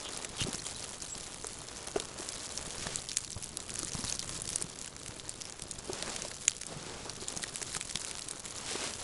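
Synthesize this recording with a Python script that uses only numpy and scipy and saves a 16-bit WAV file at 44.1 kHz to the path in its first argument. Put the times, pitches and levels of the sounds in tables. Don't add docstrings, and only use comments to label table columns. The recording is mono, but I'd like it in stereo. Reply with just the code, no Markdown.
import sys
import numpy as np
from scipy import signal
from scipy.fft import rfft, irfft, next_fast_len
from scipy.io import wavfile
from scipy.ndimage import uniform_filter1d, map_coordinates

SR = 44100
rng = np.random.default_rng(int(sys.argv[2]) if len(sys.argv) > 2 else 0)


def gain_from_decibels(decibels):
    exponent = np.asarray(decibels, float) / 20
    return 10 ** exponent


def put_to_file(sound):
    columns = np.atleast_2d(sound).T
    safe = np.clip(columns, -1, 1)
    whole_steps = np.round(safe * 32767)
    wavfile.write(sys.argv[1], SR, whole_steps.astype(np.int16))


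N = 398223

# time of the break in seconds,
# energy of the ring in dB over 1 ms, ring pitch in Hz, body against the ring in dB, spread of the burst in ms.
STANDOUT_SNAPS = [(0.1744, -29.0, 10300, -14, 0.29), (0.2472, -28.5, 7360, -2.5, 0.24),
                  (0.4088, -30.5, 3530, 0, 0.92), (0.4153, -28.0, 6160, -19, 0.57),
                  (0.4259, -27.0, 6220, -4, 1.4), (0.4378, -31.5, 3660, 0, 0.7),
                  (0.5305, -29.5, 10080, -1.5, 0.18), (0.5475, -29, 5770, -10, 0.77),
                  (0.5824, -39, 9730, -10, 0.12), (0.6662, -31, 7320, -18, 0.21),
                  (0.8789, -38, 10200, -12, 0.22), (0.9216, -37, 7640, -16, 0.12),
                  (1.022, -28.5, 6700, -16, 0.18), (1.4449, -33, 6420, -3.5, 0.22),
                  (1.469, -27.0, 9400, -21, 0.29), (1.8735, -29.5, 10000, -23, 0.14),
                  (1.9607, -43, 6200, 12, 0.63), (2.0, -24.5, 4020, -14, 0.56),
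                  (2.2891, -26, 5230, -17, 0.53), (2.5761, -24, 5750, -21, 0.18),
                  (2.6641, -39, 7750, -15, 0.21), (2.8691, -28.5, 3920, -0.5, 0.85),
                  (2.9584, -21.5, 7600, -25, 0.28), (3.0884, -28, 5040, -22, 0.24),
                  (3.0944, -31, 4870, -17, 0.28), (3.1166, -28.0, 5700, -3.5, 0.17),
                  (3.1707, -16, 6900, -9, 0.12), (3.1845, -32.5, 10030, -4, 0.3),
                  (3.2473, -35.5, 4440, -3, 0.14), (3.3046, -32, 7620, -8, 0.16),
                  (3.318, -33, 6930, -21, 0.23), (3.33, -31.5, 6240, -15, 0.26),
                  (3.4261, -28.5, 10550, -11, 0.22), (3.4361, -32.0, 5990, -17, 0.21),
                  (3.4424, -28.5, 10290, -28, 0.24), (3.5716, -23, 10400, -15, 0.2),
                  (3.6025, -33.5, 6720, -5, 0.21), (3.6949, -33, 9990, -1, 0.26),
                  (3.7042, -30, 7320, -15, 0.35), (3.7404, -31, 9260, -10, 0.22),
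                  (3.757, -30, 6680, -6, 0.17), (3.791, -24.5, 10100, -15, 0.18),
                  (3.8316, -26.5, 5680, -10, 0.39), (3.848, -27.5, 7550, -20, 0.16),
                  (3.8865, -36, 6680, -15, 0.25), (3.9343, -30, 5800, -12, 0.19),
                  (3.9516, -33, 5550, -4, 0.24), (4.0074, -32, 8790, -8, 0.14),
                  (4.041, -28.5, 5510, -7, 0.19), (4.0982, -25, 4740, -16, 0.87),
                  (4.114, -32, 5560, -12, 0.18), (4.1251, -23, 6300, -7, 0.32),
                  (4.1937, -23, 5300, -29, 0.18), (4.2012, -34, 4500, -21, 0.59),
                  (4.2274, -35.5, 6370, 2, 0.16), (4.353, -35, 7620, -3, 0.23),
                  (4.3768, -33.5, 8140, -10, 0.27), (4.4196, -25.5, 9950, -20, 0.13),
                  (4.4546, -32, 4520, -8, 0.28), (4.4775, -30, 4780, -8, 0.19),
                  (4.4909, -25.5, 10300, -25, 0.23), (4.5029, -28, 9780, -13, 0.15),
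                  (4.5309, -29, 5940, -10, 0.19), (4.5594, -18.5, 9000, -18, 0.25),
                  (4.615, -29.5, 7800, -9, 0.18), (4.6238, -21.5, 9000, -13, 0.25),
                  (4.789, -33, 6930, -21, 0.17), (4.8146, -30.5, 6570, -11, 0.38),
                  (4.8454, -33.5, 6850, -5, 0.38), (4.8772, -35, 6870, -2, 0.29),
                  (5.062, -36, 8140, -0.5, 0.14), (5.0822, -32, 8230, -10, 0.19),
                  (5.198, -39, 3700, 3, 0.19), (5.294, -26, 8140, -34, 0.47), (5.4127, -33, 6030, -4, 0.19),
                  (5.4191, -29.0, 5700, -18, 0.35), (5.4539, -34, 5340, -5, 0.2),
                  (5.498, -35, 6630, -5, 0.2), (5.5951, -36, 8050, -4, 0.18),
                  (5.6214, -28, 9900, -16, 0.22), (5.712, -26, 8600, -32, 0.14),
                  (5.7206, -37, 6550, -15, 0.19), (5.7888, -33.5, 7900, -15, 0.24),
                  (5.9325, -27, 5850, -28, 0.37), (6.0255, -26.0, 4330, -3, 0.2),
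                  (6.0953, -33, 7670, -6, 0.26), (6.1635, -28, 3620, -4, 0.16),
                  (6.221, -27, 6630, -8, 0.21), (6.2838, -34, 5740, -12.5, 0.21),
                  (6.3152, -37.5, 10250, 3, 0.53), (6.4809, -11.5, 6800, -5.5, 0.082),
                  (6.4965, -29.5, 5210, -8, 0.36), (6.5178, -42, 6850, 9, 0.26),
                  (6.5667, -33.5, 7060, -13, 0.13), (6.6167, -30.5, 5950, -7, 0.15),
                  (6.6343, -37.0, 6290, 3, 0.37), (6.667, -30.5, 8700, -18, 0.17),
                  (7.0965, -30.5, 4090, -2.5, 0.21), (7.2838, -24.0, 6900, -11, 0.28),
                  (7.3655, -32.0, 6850, -14, 0.28), (7.3742, -25.5, 7200, -15, 0.21),
                  (7.4303, -27.5, 10120, -22, 0.19), (7.4378, -30.5, 7450, 1.5, 0.53),
                  (7.5581, -26.5, 9350, -4.5, 0.4), (7.6171, -30, 7280, -5, 0.28),
                  (7.6279, -26.5, 7020, -5, 0.49), (7.7124, -40, 7000, -11, 0.29),
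                  (7.7495, -29.5, 9470, 0.5, 0.51), (7.7667, -26.5, 4600, -5.5, 0.1),
                  (7.8113, -28.5, 7920, 0, 0.26), (7.8527, -35, 7490, -12, 0.24),
                  (7.8958, -37.5, 4180, 0, 0.2), (7.9107, -30.0, 10030, -4, 0.28),
                  (7.9568, -27.5, 3700, 4, 0.36), (7.9733, -30.5, 3600, -6, 0.26),
                  (8.0169, -36, 6850, 0, 0.34), (8.0485, -27.0, 9560, -6, 0.33),
                  (8.113, -31, 8500, -2, 0.084), (8.1838, -34, 4260, -6, 0.28),
                  (8.1938, -33, 5560, -2, 0.22), (8.2215, -31, 4980, -11, 0.44),
                  (8.286, -27.5, 8400, -14, 0.1), (8.3111, -26.0, 8180, -9.5, 0.13),
                  (8.3964, -32, 10550, -16, 0.18), (8.4605, -32.5, 7600, -3.5, 0.22)]
# time of the blow in seconds, peak level in dB, pitch in Hz,
# time to decay by 60 dB in seconds.
DULL_KNOCKS = [(0.4182, -29, 122, 0.03), (0.45, -30.5, 150, 0.026), (0.467, -33.5, 378, 0.052),
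               (0.485, -32, 241, 0.032), (0.547, -37, 183, 0.02), (1.4433, -35, 440, 0.04),
               (1.9605, -20.5, 412, 0.04), (2.0003, -39, 418, .03), (2.198, -34.5, 363, .04),
               (2.8686, -33, 163, 0.025), (3.3666, -34.5, 105, 0.038), (3.8305, -36, 331, .035),
               (3.9524, -31, 150, 0.02), (3.991, -36.5, 235, 0.031), (4.0439, -34, 129, 0.024),
               (4.6128, -39.5, 386, 0.037), (4.6442, -38.5, 167, 0.034), (5.0942, -40.5, 101, 0.032),
               (5.896, -27.5, 380, .06), (5.9311, -36, 394, 0.035), (6.0295, -36, 630, 0.034),
               (6.2494, -34, 586, .03), (6.767, -37.5, 158, 0.032), (7.2229, -38, 372, 0.034),
               (7.3678, -37.5, 190, 0.031), (7.6174, -38.5, 404, .04), (7.767, -39, 169, 0.03),
               (7.9537, -36.5, 178, 0.023), (8.7122, -39, 476, 0.036), (8.7544, -28.5, 390, 0.027)]
SAME_BLOW_S = 0.003


def unit(x):
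    return x / np.sqrt(np.mean(x ** 2) + 1e-20)


def along(points, hz):
    f, v = np.transpose(points)
    return np.interp(np.log(hz + 1), np.log(f + 1), v)


def curves(rows):
    s, *columns = np.transpose(rows)
    return [np.interp(np.arange(N) / SR, s, column) for column in columns]


def wobble(rate):
    knots = rng.standard_normal(int(N * rate / SR) + 4)
    return map_coordinates(knots, [np.arange(N) * rate / SR])


def filtered(x, response):
    size = next_fast_len(N + 8192)
    return irfft(rfft(x, size) * response(np.fft.rfftfreq(size, 1 / SR)), size)[..., :N]


def spread(pair, spectrum):
    # frequency in Hz, likeness of left and right as a correlation.
    alike = [(60, 1), (140, 1), (350, 0.83), (840, 0.3), (2020, 0.36), (4880, 0.98), (11800, 0.86)]
    turn = lambda hz: np.arccos(np.clip(along(alike, hz), -1, 1)) / 2
    weights = lambda hz: gain_from_decibels(along(spectrum, hz)) * [np.cos(turn(hz)), np.sin(turn(hz))]
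    mid, side = filtered(pair, weights)
    return unit(np.array([mid + side, mid - side]))


def placed(times, shapes, pan_db):
    starts = np.round(times * SR).astype(int).clip(0)
    at = (starts[:, None] + np.arange(shapes.shape[1])).ravel()
    gains = [gain_from_decibels(sign * pan_db / 2)[:, None] for sign in (1, -1)]
    return np.array([np.bincount(at, (shapes * gain).ravel(), N + SR)[:N] for gain in gains])


def rubbing(level_db, spectrum, uneven, flutter_db, rate, grit_db):
    grit = np.array([wobble(450), wobble(450)])
    rough = gain_from_decibels(uneven * (flutter_db * wobble(rate) + grit_db * grit))
    return gain_from_decibels(level_db) * spread(rough * rng.standard_normal((2, N)), spectrum)


def breeze(level_db):
    # frequency in Hz, relative level in dB per Hz.
    air_colour = [(12, 5), (20, -0.5), (135, 3), (269, -4), (387, -4), (500, -7.5), (650, -12.5),
                  (1100, -120)]
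    return rubbing(level_db, air_colour, 1.0, flutter_db=0.5, rate=21, grit_db=4.5)


def sleeve(level_db):
    # frequency in Hz, relative level in dB per Hz.
    sleeve_colour = [(88, -45), (150, -9.5), (428, -3), (851, -5), (915, -6), (1160, -5), (1960, -11),
                     (7460, -15), (11300, -47), (14700, -53), (22000, -120)]
    return rubbing(level_db, sleeve_colour, 0.84, flutter_db=0.53, rate=30, grit_db=4.5)


def scrape(level_db):
    # frequency in Hz, relative level in dB per Hz.
    twig_colour = [(590, -9), (1000, -4.5), (1630, -8), (2450, -4.5), (3290, -0.5), (5260, -4.5),
                   (7210, 1.5), (8750, -4), (10500, 2), (11400, -11), (14800, -44), (22000, -120)]
    return rubbing(level_db, twig_colour, 0.89, flutter_db=1.5, rate=25, grit_db=6.5)


def cracks(s, db, ring_hz, body_hz, body_db, ms, pan_db, size, rise, tail_db, width, broad_db, grit_db):
    t, f = (np.arange(size) - size // 3) / SR, np.fft.rfftfreq(size, 1 / SR)
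    mode = lambda hz, w: 1j * f * w / (hz ** 2 - f ** 2 + 1j * f * w + 1e-9)
    life = ms[:, None] / 1000 + 1e-5
    burst = np.exp(np.where(t < 0, t / rise, -t) / life / 1.84)
    splinters = gain_from_decibels(tail_db) * np.exp(np.where(t < 0, t / 0.0012, -t / 0.003))
    noise, grit = rng.standard_normal((2, len(s), size))
    gritty = noise * gain_from_decibels(grit_db * uniform_filter1d(grit, size=4))
    force = rfft(gritty * (burst + splinters))

    ring = mode(ring_hz[:, None], width * ring_hz[:, None]) + gain_from_decibels(broad_db) * mode(9200, 15200)
    bright = irfft(force * ring * mode(5230, 13200) ** 2, size)
    low = mode(body_hz[:, None], 1.43 * body_hz[:, None]) ** 2 + gain_from_decibels(-11.5) * mode(1450, 2000)
    body = irfft(force * low, size)
    per_ms = lambda x: x / np.sqrt((x ** 2).sum(1, keepdims=True) * 1000 / SR)
    shapes = gain_from_decibels(db)[:, None] * (per_ms(bright) + gain_from_decibels(body_db)[:, None] * per_ms(body))
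    return placed(s + t[0], shapes, pan_db)


def crackle(rustle_db, pan_db, count, clump_db, size_db, level_db):
    breaks = np.bincount([int(row[0] * SR) for row in STANDOUT_SNAPS], minlength=N)
    near = uniform_filter1d(breaks * SR / 40, size=SR // 40)
    odds = np.cumsum((1 + 0.6 * near) * gain_from_decibels(clump_db * wobble(35)))
    draw = rng.random((count, 6))
    at = np.searchsorted(odds / odds[-1], draw[:, 0]).clip(0, N - 1)

    excess_db = np.minimum(-size_db * np.log(draw[:, 1]), 14)
    db = rustle_db[at] + level_db + excess_db
    hz = 3800 * 2.8 ** draw[:, 2]
    body_db = -16 + 12 * draw[:, 3]
    ms = 0.032 * 6 ** draw[:, 4] ** 2
    side_db = pan_db[at] + 4 * (draw[:, 5] - 0.5)
    return cracks(at / SR, db, hz, 0.37 * hz, body_db, ms, side_db, size=300, rise=0.4, tail_db=-18,
                  width=0.22, broad_db=-17.5, grit_db=7)


def middle_snaps(rustle_db, pan_db, count, top_db, range_db, busier):
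    odds = np.cumsum(gain_from_decibels(busier * rustle_db))
    draw = rng.random((count, 7))
    even = (np.arange(count) + draw[:, 0]) / count
    at = np.searchsorted(odds / odds[-1], even).clip(0, N - 1)

    db = top_db - range_db * draw[:, 6]
    hz = 4200 * 3.06 ** draw[:, 1]
    body_hz = 3700 / 4.7 ** draw[:, 2] ** 2
    body_db = -17 + 13 * draw[:, 3]
    ms = 0.15 * 5 ** draw[:, 4] ** 2
    side_db = pan_db[at] + 1.5 * (draw[:, 5] - 0.5)
    return cracks(at / SR, db, hz, body_hz, body_db, ms, side_db, size=900, rise=0.69, tail_db=-27,
                  width=0.72, broad_db=-16.5, grit_db=5.5)


def narrow_noises(pan_db, size):
    # middle in seconds, length in seconds, level in dB, pitch in Hz, resonance width in Hz.
    bands = [(0.065, 0.051, -45, 3180, 1000), (0.41, 0.038, -37.5, 3120, 906),
             (0.424, .014, -36.5, 3000, 900), (0.596, 0.014, -43, 4230, 404),
             (.655, 0.011, -48.5, 3300, 400), (0.757, 0.018, -47, 4000, 300),
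             (1.126, 0.062, -44, 7670, 120), (4.082, 0.0068, -36, 4120, 800),
             (7.44, 0.0053, -34, 1940, 590)]
    s, length, db, hz, width = np.transpose(bands)[:, :, None]
    t, f = (np.arange(size) - size // 2) / SR, np.fft.rfftfreq(size, 1 / SR)
    resonance = f * width / (hz ** 2 - f ** 2 + 1j * f * width)
    noise = irfft(rfft(rng.standard_normal((len(s), size))) * resonance ** 2, size)
    swell = np.exp(-(2 * t / length) ** 2)
    shapes = gain_from_decibels(db) * noise / noise.std(1, keepdims=True) * swell
    return placed(s[:, 0] + t[0], shapes, pan_db[(s[:, 0] * SR).astype(int)])


def snaps(pan_db):
    s, db, hz, body_db, ms = np.transpose(STANDOUT_SNAPS)
    thick = np.abs(s[:, None] - np.transpose(DULL_KNOCKS)[0]).min(1) < SAME_BLOW_S
    body_hz = np.where(thick, 1200, 2940)
    side_db = pan_db[(s * SR).astype(int)] + 1.3 * (rng.random(len(s)) - 0.5)
    return cracks(s, db, hz, body_hz, body_db, ms, side_db, size=900, rise=0.43, tail_db=-14,
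                  width=0.17, broad_db=-8.0, grit_db=6)


def knocks():
    # multiple of the pitch, level in dB before any softening, share of the decay time.
    stick_modes = [(1, 2, 1), (1.6, 1.5, 0.52), (2.2, -1.5, .35), (3.5, -4, 0.37)]
    s, db, hz, t60 = np.transpose(DULL_KNOCKS)[:, :, None]
    t = np.arange(SR // 8) / SR
    rise = 0.6 / hz
    soft = np.abs(s - np.transpose(STANDOUT_SNAPS)[0]).min(1, keepdims=True) > SAME_BLOW_S
    ring = 0
    for multiple, level, share in stick_modes:
        decay = gain_from_decibels(level - 4 * soft * multiple - 60 * t / (share * t60))
        ring = ring + decay * np.sin(2 * np.pi * multiple * hz * t)
    noise = rng.standard_normal((len(s), len(t)))
    band = uniform_filter1d(noise, size=24) - uniform_filter1d(noise, size=70)
    scuff = band * gain_from_decibels(2 - 60 * t / t60)
    shapes = (ring + scuff) * (1 - np.exp(-t / rise))
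    peak = np.abs(shapes).max(1, keepdims=True)
    return placed((s - 0.6 * rise)[:, 0], gain_from_decibels(db) * shapes / peak, 0 * s[:, 0])


def sweeps():
    # start in seconds, length in seconds, level of the dull part in dB, of the bright part in dB.
    arm_moves = [(2.74, .24, -53.5, -44), (5.859, .44, -52, -47.5), (6.631, .48, -51, -50),
                 (8.598, .34, -49, -41)]
    # frequency in Hz, relative level in dB per Hz.
    dull_colour = [(80, -26), (150, -7.5), (420, -1.5), (850, -5.5), (1500, -12), (3000, -42),
                   (22000, -120)]
    bright_colour = [(400, -26), (1000, -4), (2000, 1), (7700, 0), (10900, -6.5), (14700, -50),
                     (22000, -120)]
    swell_s, fade_s = 0.09, 0.05
    s, length, dull_db, bright_db = np.transpose(arm_moves)[:, :, None]
    t = np.arange(N) / SR
    shape = np.clip((t - s) / swell_s, 0, 1) * np.clip((s + length - t) / fade_s, 0, 1)
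    dull_noise = rubbing(0, dull_colour, 1, flutter_db=3, rate=30, grit_db=2.5)
    bright_noise = rubbing(0, bright_colour, 1, flutter_db=1.5, rate=55, grit_db=2.0)
    dull = (gain_from_decibels(dull_db) * shape).sum(0) * dull_noise
    bright = (gain_from_decibels(bright_db) * shape).sum(0) * bright_noise
    return dull + bright, shape.max(0)


def scene():
    # time in seconds, then base levels in dB of twig rustle, sleeve and air at the ports,
    # left over right in dB.
    handling = [(0.0, -46, -50.5, -59, 1), (0.33, -47, -50, -57.5, 1.5), (0.53, -43, -51.5, -55.5, 0.5),
                (1.46, -48, -55, -56, 0.0), (1.99, -48, -49.5, -59, 2), (2.51, -44.5, -52.5, -57.5, 0),
                (2.84, -45, -49, -52.5, 0.0), (3.19, -46.5, -59, -58.5, -0.5), (3.59, -50.5, -55, -56, 1.0),
                (3.97, -43, -51.5, -52.5, 0), (4.42, -45.5, -54.5, -53, 0.5), (4.73, -50, -55, -57, 3.0),
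                (5.61, -52, -56.5, -57, 0.5), (5.83, -50.5, -54.5, -57, 2.5), (6.09, -43, -43, -55.5, 1),
                (6.41, -48.5, -59, -59, 1.0), (6.61, -50, -59.5, -57, 0), (6.89, -48, -50, -55, 2.5),
                (7.97, -45, -54.5, -57, -0.5), (8.42, -47.5, -53.5, -59, 0.0), (8.78, -41.5, -48.5, -59, 4),
                (9.03, -43, -51.5, -57.5, -0.5)]
    rustle_db, sleeve_db, air_db, pan_db = curves(handling)
    swish, sweeping = sweeps()
    lull_db = -2.2 * np.abs(wobble(15)) * (1 - sweeping)
    twigs_db = rustle_db - 5 * sweeping

    air = breeze(air_db)
    cloth = sleeve(sleeve_db - 4 * sweeping + 0.87 * lull_db + 2.0)
    scraping = scrape(twigs_db - 3.0 + lull_db)
    ticks = crackle(twigs_db, pan_db, count=4000, clump_db=4.5, size_db=5.0, level_db=-7.0)
    middle = middle_snaps(twigs_db, pan_db, count=200, top_db=-33.5, range_db=10.5, busier=1.1)
    breaks = middle + snaps(pan_db)
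    panned = (cloth + scraping + swish) * gain_from_decibels([pan_db / 2, -pan_db / 2])
    return breaks + knocks() + narrow_noises(pan_db, size=6000) + ticks + air + panned


def roll_off(x):
    return signal.sosfilt(signal.butter(12, 12360, fs=SR, output="sos"), x)


def record(dry):
    # frequency in Hz, gain in dB.
    edge = [(20, 5.5), (11100, 1), (11450, -20), (13000, -38), (16000, -36), (17000, -90)]
    # frequency in Hz, phase in radians by which the left port leads.
    lead = [(0, 0.077), (690, 0.39), (3360, 0.67), (10600, 0.57), (11200, 0.82), (12000, 0.2)]
    phase = lambda hz: along(lead, hz) * [[0.5], [-0.5]]
    ports = filtered(dry, lambda hz: gain_from_decibels(along(edge, hz)) * np.exp(1j * phase(hz)))
    return roll_off(ports)


dry = scene()
out = record(dry)
put_to_file(out)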